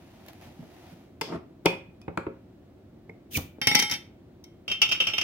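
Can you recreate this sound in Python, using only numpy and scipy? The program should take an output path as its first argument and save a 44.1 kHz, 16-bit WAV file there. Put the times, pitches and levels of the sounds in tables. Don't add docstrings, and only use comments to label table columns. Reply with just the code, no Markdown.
import sys
import numpy as np
from scipy import signal
from scipy.fft import rfft, irfft, next_fast_len
from scipy.io import wavfile
from scipy.ndimage import map_coordinates

SR = 44100
rng = np.random.default_rng(int(sys.argv[2]) if len(sys.argv) > 2 else 0)


def master(y):
    cut = np.clip(np.atleast_2d(y).T, -1, 1)
    pcm = np.round(cut * 32767)
    wavfile.write(sys.argv[1], SR, pcm.astype(np.int16))


N = 230773
TIME = np.arange(N) / SR
AGE = np.arange(SR) / SR

# (frequency [Hz], level struck on glass [dB], level lying on wood [dB],
# time to fall 60 dB before each surface shortens it [s])
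LID_MODES = [(838, -11, -22, .35), (1322, -15, -18, .35), (2048, -8, -30, .45), (2125, -4, -26, .4),
             (2168, -5, -20, .4), (2284, -8, -18, .3), (2668, -10, -6, .22), (2778, -11, -3, .22),
             (2898, -16, -7, .18), (3008, -11, -16, .4), (3140, 0, 0, .42), (3561, -9, -18, .5),
             (3707, -8, -16, .35), (4557, -8, -23, .38), (5175, -7, -22, .42), (5570, -4, -15, .3),
             (8183, -22, -36, .35), (8295, -20, -36, .38), (9422, -24, -40, .3), (10211, -16, -35, .36),
             (11932, -21, -32, .22), (13386, -20, -36, .22), (14567, -19, -38, .2)]
# (frequency [Hz], relative level [dB])
JAR_COLOUR = [(41, -34), (70, 2.5), (360, 2.5), (761, -5.5), (1340, -11.5), (1850, -23), (2480, -19.5),
              (2910, -34), (3570, -30.5), (5370, -47), (6750, -47), (14900, -63.5), (16000, -63.5)]
# (frequency [Hz], relative level [dB])
AIR_COLOUR = [(900, -30.5), (2000, -11), (3000, -2), (4200, -10.5), (6600, -6), (7600, -16), (9000, -10),
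              (11300, -14), (14000, -3.5), (16000, -7)]


def amp(db):
    return 10 ** (np.asarray(db) / 20)


def unit(x):
    return x / np.sqrt(np.mean(x ** 2) + 1e-20)


def along(points, hz):
    f, v = np.transpose(points)
    return np.interp(np.log(hz + 1), np.log(f + 1), v)


def waver(rate):
    knots = rng.standard_normal(int(N * rate / SR) + 4)
    return map_coordinates(knots, [TIME * rate])


def add(track, s, sound):
    start = max(round(s * SR), 0)
    part = sound[..., :max(N - start, 0)]
    track[:, start:start + part.shape[-1]] += part


def filtered(x, response):
    m = next_fast_len(N + SR // 4)
    return irfft(rfft(x, m) * response(np.fft.rfftfreq(m, 1 / SR)), m)[:, :N]


def noise(colour, size=N, band=(20, SR)):
    # (frequency [Hz], likeness [0 to 1])
    likeness = [(60, 0.97), (250, .97), (500, 0.61), (1000, 0.6), (3000, 0.27), (8000, 0.15)]
    m = next_fast_len(size)
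    hz = np.fft.rfftfreq(m, 1 / SR)
    turn = np.arccos(np.clip(along(likeness, hz), -1, 1)) / 2
    gain = amp(along(colour, hz))
    gain = gain / (1 + (band[0] / (hz + 1)) ** 6) / (1 + (hz / band[1]) ** 6)
    shares = np.array([np.cos(turn), np.sin(turn)])
    mid, side = irfft(rfft(rng.standard_normal((2, m))) * gain * shares, m)[:, :size]
    return unit(np.array([mid + side, mid - side]))


def burst(colour, band, t60, rise):
    t = AGE[:SR // 4]
    fade = amp(-60 * t / t60) * (1 - np.exp(-t / rise))
    return unit(noise(colour, size=len(t), band=band) * fade) * np.sqrt(np.mean(fade ** 2))


def ring(modes, scatter_db, detune, spread):
    hz, db, t60 = np.transpose(modes)[:, :, None]
    luck = rng.standard_normal((3, len(modes), 1))
    gain = amp(db + scatter_db * luck[0])
    gain = gain / np.sqrt(np.sum(gain ** 2) / 2)
    fade = gain * amp(-60 * AGE / t60) * (1 - np.exp(-AGE / 0.00023))
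    phase = 2 * np.pi * hz * (1 + detune * luck[1]) * AGE + rng.uniform(0, 2 * np.pi, hz.shape)
    return np.array([np.sum(fade * np.sin(phase + side * spread * luck[2]), 0) for side in (1, -1)])


def contacts(rows, colour, modes, clack_t60, thud_t60, tick_t60, crack_t60, crack_db, wood_db, choke_db,
             detune):
    # (frequency [Hz], level [dB], time to fall 60 dB [s])
    wood_modes = [(171, -2, .14), (322, -4, .09), (431, 4, .12), (539, 1, .17), (660, -4, .11)]
    rebound = .008
    out, rows = np.zeros((2, N)), np.array(list(rows))
    low, middle, high, top = (50, 800), (800, 3700), (4200, 9000), (8500, SR)
    for s, clack, thud, tick, ring_db in rows:
        add(out, s, amp(thud) * burst(colour, low, thud_t60, rise=0.00052))
        add(out, s, amp(thud + wood_db) * ring(wood_modes, scatter_db=6.0, detune=0.014, spread=.1))
        add(out, s, amp(clack) * burst(colour, middle, clack_t60, rise=0.0017))
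        add(out, s, amp(tick) * burst(colour, high, tick_t60, rise=0.001))
        add(out, s, amp(tick + crack_db) * burst(colour, top, crack_t60, rise=.0002))
        later = np.searchsorted(rows[rows[:, 0] > s + rebound, 0], s + AGE)
        ring_gain = amp(clack + ring_db + choke_db * later)
        add(out, s, ring_gain * ring(modes, scatter_db=3, detune=detune, spread=.5))
    return out


def strokes(rows):
    power = np.zeros(N)
    for s, db, swell, fade in rows:
        width = np.where(TIME < s, swell, fade)
        power += (amp(db) * np.exp(-((TIME - s) / width) ** 2)) ** 2
    return np.sqrt(power)


def rub(gain, colour, grain_rate, grain_db):
    return gain * unit(noise(colour) * amp(grain_db * waver(grain_rate)))


def follow(clack, typical_db, share):
    tap_db = -20
    return typical_db + share * (clack - tap_db)


def dragging(s, db, rise, t60):
    power = np.zeros((1, N))
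    for start, strength in zip(s, db):
        add(power, start, (amp(strength - 60 * AGE / t60) * (1 - np.exp(-AGE / rise))) ** 2)
    return np.sqrt(power)


def arm():
    # (time at the fastest [s], rustle [dB], swell [s], fade [s])
    reaches = [(.29, -51.5, 0.019, 0.024), (.42, -58.5, 0.9, 0.27), (.42, -52.5, 0.0065, 0.084),
               (.85, -57, 0.35, 0.21), (.92, -58.5, 0.16, 0.026)]
    # (time [s], level [dB])
    snags = [(0.263, -45), (0.284, -38.5), (0.296, -48), (0.332, -46), (0.412, -46)]
    # (frequency [Hz], relative level [dB])
    cloth_colour = [(290, -42.5), (500, -4.5), (698, 2), (1130, -10.5), (2390, -9.5), (6510, -19.5),
                    (7640, -25.5), (14900, -22.5), (16000, -26)]
    out = rub(strokes(reaches), cloth_colour, grain_rate=250, grain_db=1.0)
    for s, db in snags:
        add(out, s, amp(db) * burst(cloth_colour, (500, SR), t60=0.02, rise=0.00054))
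        add(out, s, amp(db - 2) * burst(AIR_COLOUR, (7000, SR), t60=.012, rise=.0003))
    return out


def jar():
    # (time [s], thud [dB], hardness as clack relative to thud [dB])
    knocks = [(0.627, -44, -5), (1.324, -32.5, 0.5), (1.353, -30.5, -21.5), (2.08, -24, -3),
              (2.174, -23.5, 7.5), (2.266, -25.5, -2.5), (3.585, -42.5, -11.5)]
    # (time [s], level [dB])
    presses = [(0.465, -41), (0.592, -34.5), (0.603, -47), (0.918, -41), (1.884, -43)]
    # (frequency [Hz], level [dB], time to fall 60 dB [s])
    rim_modes = [(920, -5, .13), (1335, 0, .2), (1440, -3, .18)]
    tick_db, tick_grows, ring_db = -33, 3.7, -25
    rows = [(s, thud + hard, thud, thud + tick_db + tick_grows * hard, ring_db) for s, thud, hard in knocks]
    out = contacts(rows, JAR_COLOUR, rim_modes, clack_t60=.026, thud_t60=0.062, tick_t60=0.0094,
                   crack_t60=0.0079, crack_db=-14, wood_db=-8, choke_db=-5, detune=0.0073)
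    for s, db in presses:
        add(out, s, amp(db) * burst(JAR_COLOUR, (85, 240), t60=0.16, rise=.004))
    return out


def opener():
    # (time [s], clack [dB], thud [dB], tick [dB], ring relative to clack [dB])
    pries = [(1.2115, -17.5, -33.5, -26.5, -39.5), (1.215, -24, -25.5, -26, -36.5),
             (1.6575, -14, -12.5, -18, -10.5), (1.6605, -8.5, -13.5, -26.5, -17),
             (1.731, -34, -31.5, -62, -31), (2.015, -49, -62, -50, -11), (3.094, -55, -38, -62.5, -25)]
    # (time at the fastest [s], scratch [dB], swell [s], fade [s])
    bites = [(1.225, -45, 0.00617, 0.079)]
    # (time at the fastest [s], scrape [dB], swell [s], fade [s])
    slides = [(1.34, -33.5, .052, .033), (1.656, -29.5, .004, .004)]
    # (frequency [Hz], level [dB], time to fall 60 dB [s])
    tool_modes = [(900, -11, .18), (2430, 0, .2), (2470, -4, .22), (2512, -3, .33), (3432, -2, .18),
                  (4390, -22, .25), (5720, -23, .25)]
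    # (frequency [Hz], relative level [dB])
    tool_colour = [(50, -19), (105, -3.5), (170, 2), (230, -7), (330, 1), (480, 1), (740, -4.5), (930, 3.5),
                   (1200, -11), (1900, -14), (2450, -12.5), (2900, -12.5), (3450, -10.5), (4000, -22),
                   (5100, -13), (6200, -25.5), (15500, -42)]
    # (frequency [Hz], relative level [dB])
    scrape_colour = [(59, -39), (100, -8), (157, 0), (460, -3.5), (565, -24.5), (657, -1.5), (764, -14.5),
                     (922, -12.5), (1400, -15), (1590, -25), (1920, -22), (9000, -48.5), (11700, -47.5),
                     (19800, -120)]
    clicks = contacts(pries, tool_colour, tool_modes, clack_t60=.025, thud_t60=0.034, tick_t60=0.023,
                      crack_t60=0.0091, crack_db=-3.0, wood_db=-11, choke_db=-2.5, detune=0.0018)
    scratch = strokes(bites) * noise(tool_colour, band=(3300, 7000))
    scrape = rub(strokes(slides), scrape_colour, grain_rate=260, grain_db=-1.0)
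    return clicks + scratch + scrape


def squeak():
    # (time at the loudest [s], pitch at that time [Hz], level [dB], swell [s])
    slips = [(3.097, 2136, -38.5, 0.0019), (3.3605, 2318, -22.5, .011)]
    fade, sag = 0.0043, 13
    out = np.zeros((2, N))
    for s, hz, db, swell in slips:
        since = np.clip(TIME - s, -.05, .05)
        pitch = hz * 2 ** (-sag * since) * (1 + .05 * waver(900))
        out += strokes([(s, db, swell, fade)]) * np.sin(2 * np.pi * np.cumsum(pitch) / SR)
    return out


def seal():
    # (frequency [Hz], level [dB], time to fall 60 dB [s])
    pop_modes = [(87.6, -20.5, 0.091), (147.4, -25, .06), (290, -34, 0.1)]
    leak_s, pop_s = 3.303, 3.374
    leak_db, growth = -24, 385
    gape, leak_fade = .014, .004
    onset = np.clip((TIME - leak_s) / gape, 0, 1)
    gap = onset * amp(growth * np.minimum(TIME - pop_s, 0))
    flow = amp(leak_db) * gap * np.exp(-np.maximum(TIME - pop_s, 0) / leak_fade)
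    hiss = rub(flow, AIR_COLOUR, grain_rate=330, grain_db=1.5)
    out = hiss + amp(-11.5) * flow * noise(JAR_COLOUR, band=(60, 500))
    pop = -sum(amp(db - 60 * AGE / t60) * np.sin(2 * np.pi * hz * AGE) for hz, db, t60 in pop_modes)
    add(out, pop_s, pop)
    add(out, 3.362, amp(-30.0) * burst(JAR_COLOUR, (70, 350), t60=0.2, rise=0.0031))
    add(out, pop_s, amp(-31) * burst(JAR_COLOUR, (400, 4000), t60=.09, rise=0.0034))
    return out


def lid_on_glass():
    # (time [s], clack [dB], tick relative to clack [dB])
    clatter = [(3.615, -20, -9.5), (3.671, -9, -3), (3.713, -14.5, -15.5), (3.748, -12, -8),
               (3.751, -11.5, 2), (3.791, -17, 1.5), (3.797, -21, 6), (3.823, -18, 0), (3.897, -29, -1),
               (3.912, -24.5, 3.5), (3.921, -22, -3), (3.937, -26.5, 0), (4.44, -56.5, 13.5)]
    # (frequency [Hz], relative level [dB])
    rim_colour = [(47, -54), (80, -10.5), (178, 0), (702, -22.5), (820, -1.5), (1200, -15), (2180, 3.5),
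                  (2840, -5), (3100, -2), (3320, -7), (3620, -5), (4830, -13.5), (5520, -1.5),
                  (7200, -25.5), (16000, -28)]
    grip_s, let_go_s, closing, grip_db = 3.96, 4.42, 0.11, -39
    hz, db, _, t60 = np.transpose(LID_MODES)
    s, clack, bright = np.transpose(clatter)
    thud = follow(clack, typical_db=-35.0, share=1.0)
    ring_db = follow(clack, typical_db=-9, share=-0.12)
    rows = zip(s, clack, thud, clack + bright, ring_db)
    taps = contacts(rows, rim_colour, np.c_[hz, db, .9 * t60], clack_t60=0.026, thud_t60=0.074,
                    tick_t60=0.04, crack_t60=0.019, crack_db=-5.0, wood_db=-12.5, choke_db=-5.0,
                    detune=0.00089)
    grip = amp(grip_db * np.clip((TIME - grip_s) / closing, 0, 1) * (TIME < let_go_s))
    graze = dragging(s, follow(clack, typical_db=-33, share=.45), rise=0.0041, t60=0.19)
    graze = graze * (TIME < let_go_s)
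    rumble = amp(-11.5) * graze * noise(JAR_COLOUR, band=(90, 350))
    return grip * (taps + rumble + rub(graze, rim_colour, grain_rate=370, grain_db=1.0))


def lid_on_table():
    # (time [s], clack [dB], tick relative to clack [dB], ring relative to clack [dB])
    wobble = [(4.679, -28.5, -5.5, -3.5), (4.699, -31.5, -10, 0), (4.715, -24.5, -4.5, 0.5),
              (4.817, -14, -2, 0), (4.823, -14, -8, -30), (4.89, -28.5, -2.5, 2), (4.914, -22, -10.5, -0.5),
              (4.92, -16.5, -4.5, -43), (5.002, -19, -14, -0.5), (5.004, -19, -12.5, -3),
              (5.016, -27.5, -12.5, -19), (5.069, -19, -6.5, -4), (5.085, -22.5, -10.5, -21),
              (5.135, -22.5, -14.5, -3.5), (5.181, -16, -8.5, -8), (5.212, -19, -6, -30)]
    # (frequency [Hz], relative level [dB])
    table_colour = [(80, -20), (300, -21), (800, -20), (1000, -16.5), (1350, -11.5), (1800, -17),
                    (2400, -1.5), (2780, 6), (3100, 1), (3900, -20.5), (5500, -12.5), (7700, -35.5),
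                    (12000, -32), (16000, -33)]
    hz, _, db, t60 = np.transpose(LID_MODES)
    s, clack, bright, ring_db = np.transpose(wobble)
    thud = follow(clack, typical_db=-39.5, share=0.086)
    rows = zip(s, clack, thud, clack + bright, ring_db)
    taps = contacts(rows, table_colour, np.c_[hz, db, .6 * t60], clack_t60=0.044, thud_t60=0.097,
                    tick_t60=0.067, crack_t60=0.017, crack_db=-10.0, wood_db=-24, choke_db=-1.5,
                    detune=0.002)
    roll = dragging(s, follow(clack, typical_db=-27.5, share=.8), rise=.008, t60=0.2)
    return taps + rub(roll, table_colour, grain_rate=140, grain_db=3.5)


def room(x, balance, wet_db):
    # (frequency [Hz], time to fall 60 dB [s])
    echo_times = [(100, 0.39), (500, 0.33), (2500, 0.37), (6000, 0.26), (14000, 0.27)]
    hz, t, z = signal.stft(noise([(100, 0), (10000, 0)], size=SR // 2), SR, nperseg=256)
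    tail = signal.istft(z * amp(-60 * t / along(echo_times, hz)[:, None]), SR, nperseg=256)[1]
    tail *= 1 - np.exp(-(np.arange(tail.shape[1]) / SR / 0.0016) ** 2)
    direct = filtered(x, lambda hz: amp(np.outer([.5, -.5], along(balance, hz))))
    echo = signal.fftconvolve(x, tail / np.linalg.norm(tail[0]), axes=1)[:, :N]
    return direct + amp(wet_db) * echo


def scene():
    # (frequency [Hz], relative level [dB])
    rush_colour = [(15, -61.5), (25, -26.5), (36, -15), (48, -7), (97, 0), (134, -5), (373, -4.5),
                   (405, -14.5), (659, -16.5), (988, -27.5), (1440, -31), (4030, -39), (5000, -43),
                   (11600, -52), (16000, -43)]
    # (frequency [Hz], left minus right [dB])
    at_tool = [(60, 1), (250, -0.5), (600, 2.5), (3000, 0.5), (15000, 0.5)]
    at_rim = [(60, -4), (600, 1.5), (2200, -5), (3300, -1), (4500, 5.5), (5600, 6), (7200, 5), (15000, -3)]
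    at_table = [(60, -1.5), (180, -1.5), (550, 3), (1650, -6), (4970, 3.5), (15000, -5)]
    knocks = filtered(opener() + jar(), lambda hz: (1j * hz) ** 2 / ((1j * hz + 70) ** 2 - 1j * hz * 70))
    prying = room(knocks, at_tool, wet_db=-8.0)
    release = room(seal(), at_tool, wet_db=-8.0) + room(squeak(), at_rim, wet_db=-13)
    lid = room(lid_on_glass(), at_rim, wet_db=-11) + room(lid_on_table(), at_table, wet_db=-10.5)
    return amp(-51.5) * noise(rush_colour) + arm() + prying + release + lid


def record(dry):
    lag, ceiling, top_hz = .00009, .85, 15900
    ports = lambda hz: np.exp(-2j * np.pi * lag * np.outer([.5, -.5], hz))
    heard = filtered(dry, lambda hz: ports(hz) * (1j * hz / (1j * hz + 38)) ** 2)
    rounded = heard / (1 + (heard / ceiling) ** 6) ** (1 / 6)
    return filtered(rounded, lambda hz: hz < top_hz)


dry = scene()
out = record(dry)
master(out)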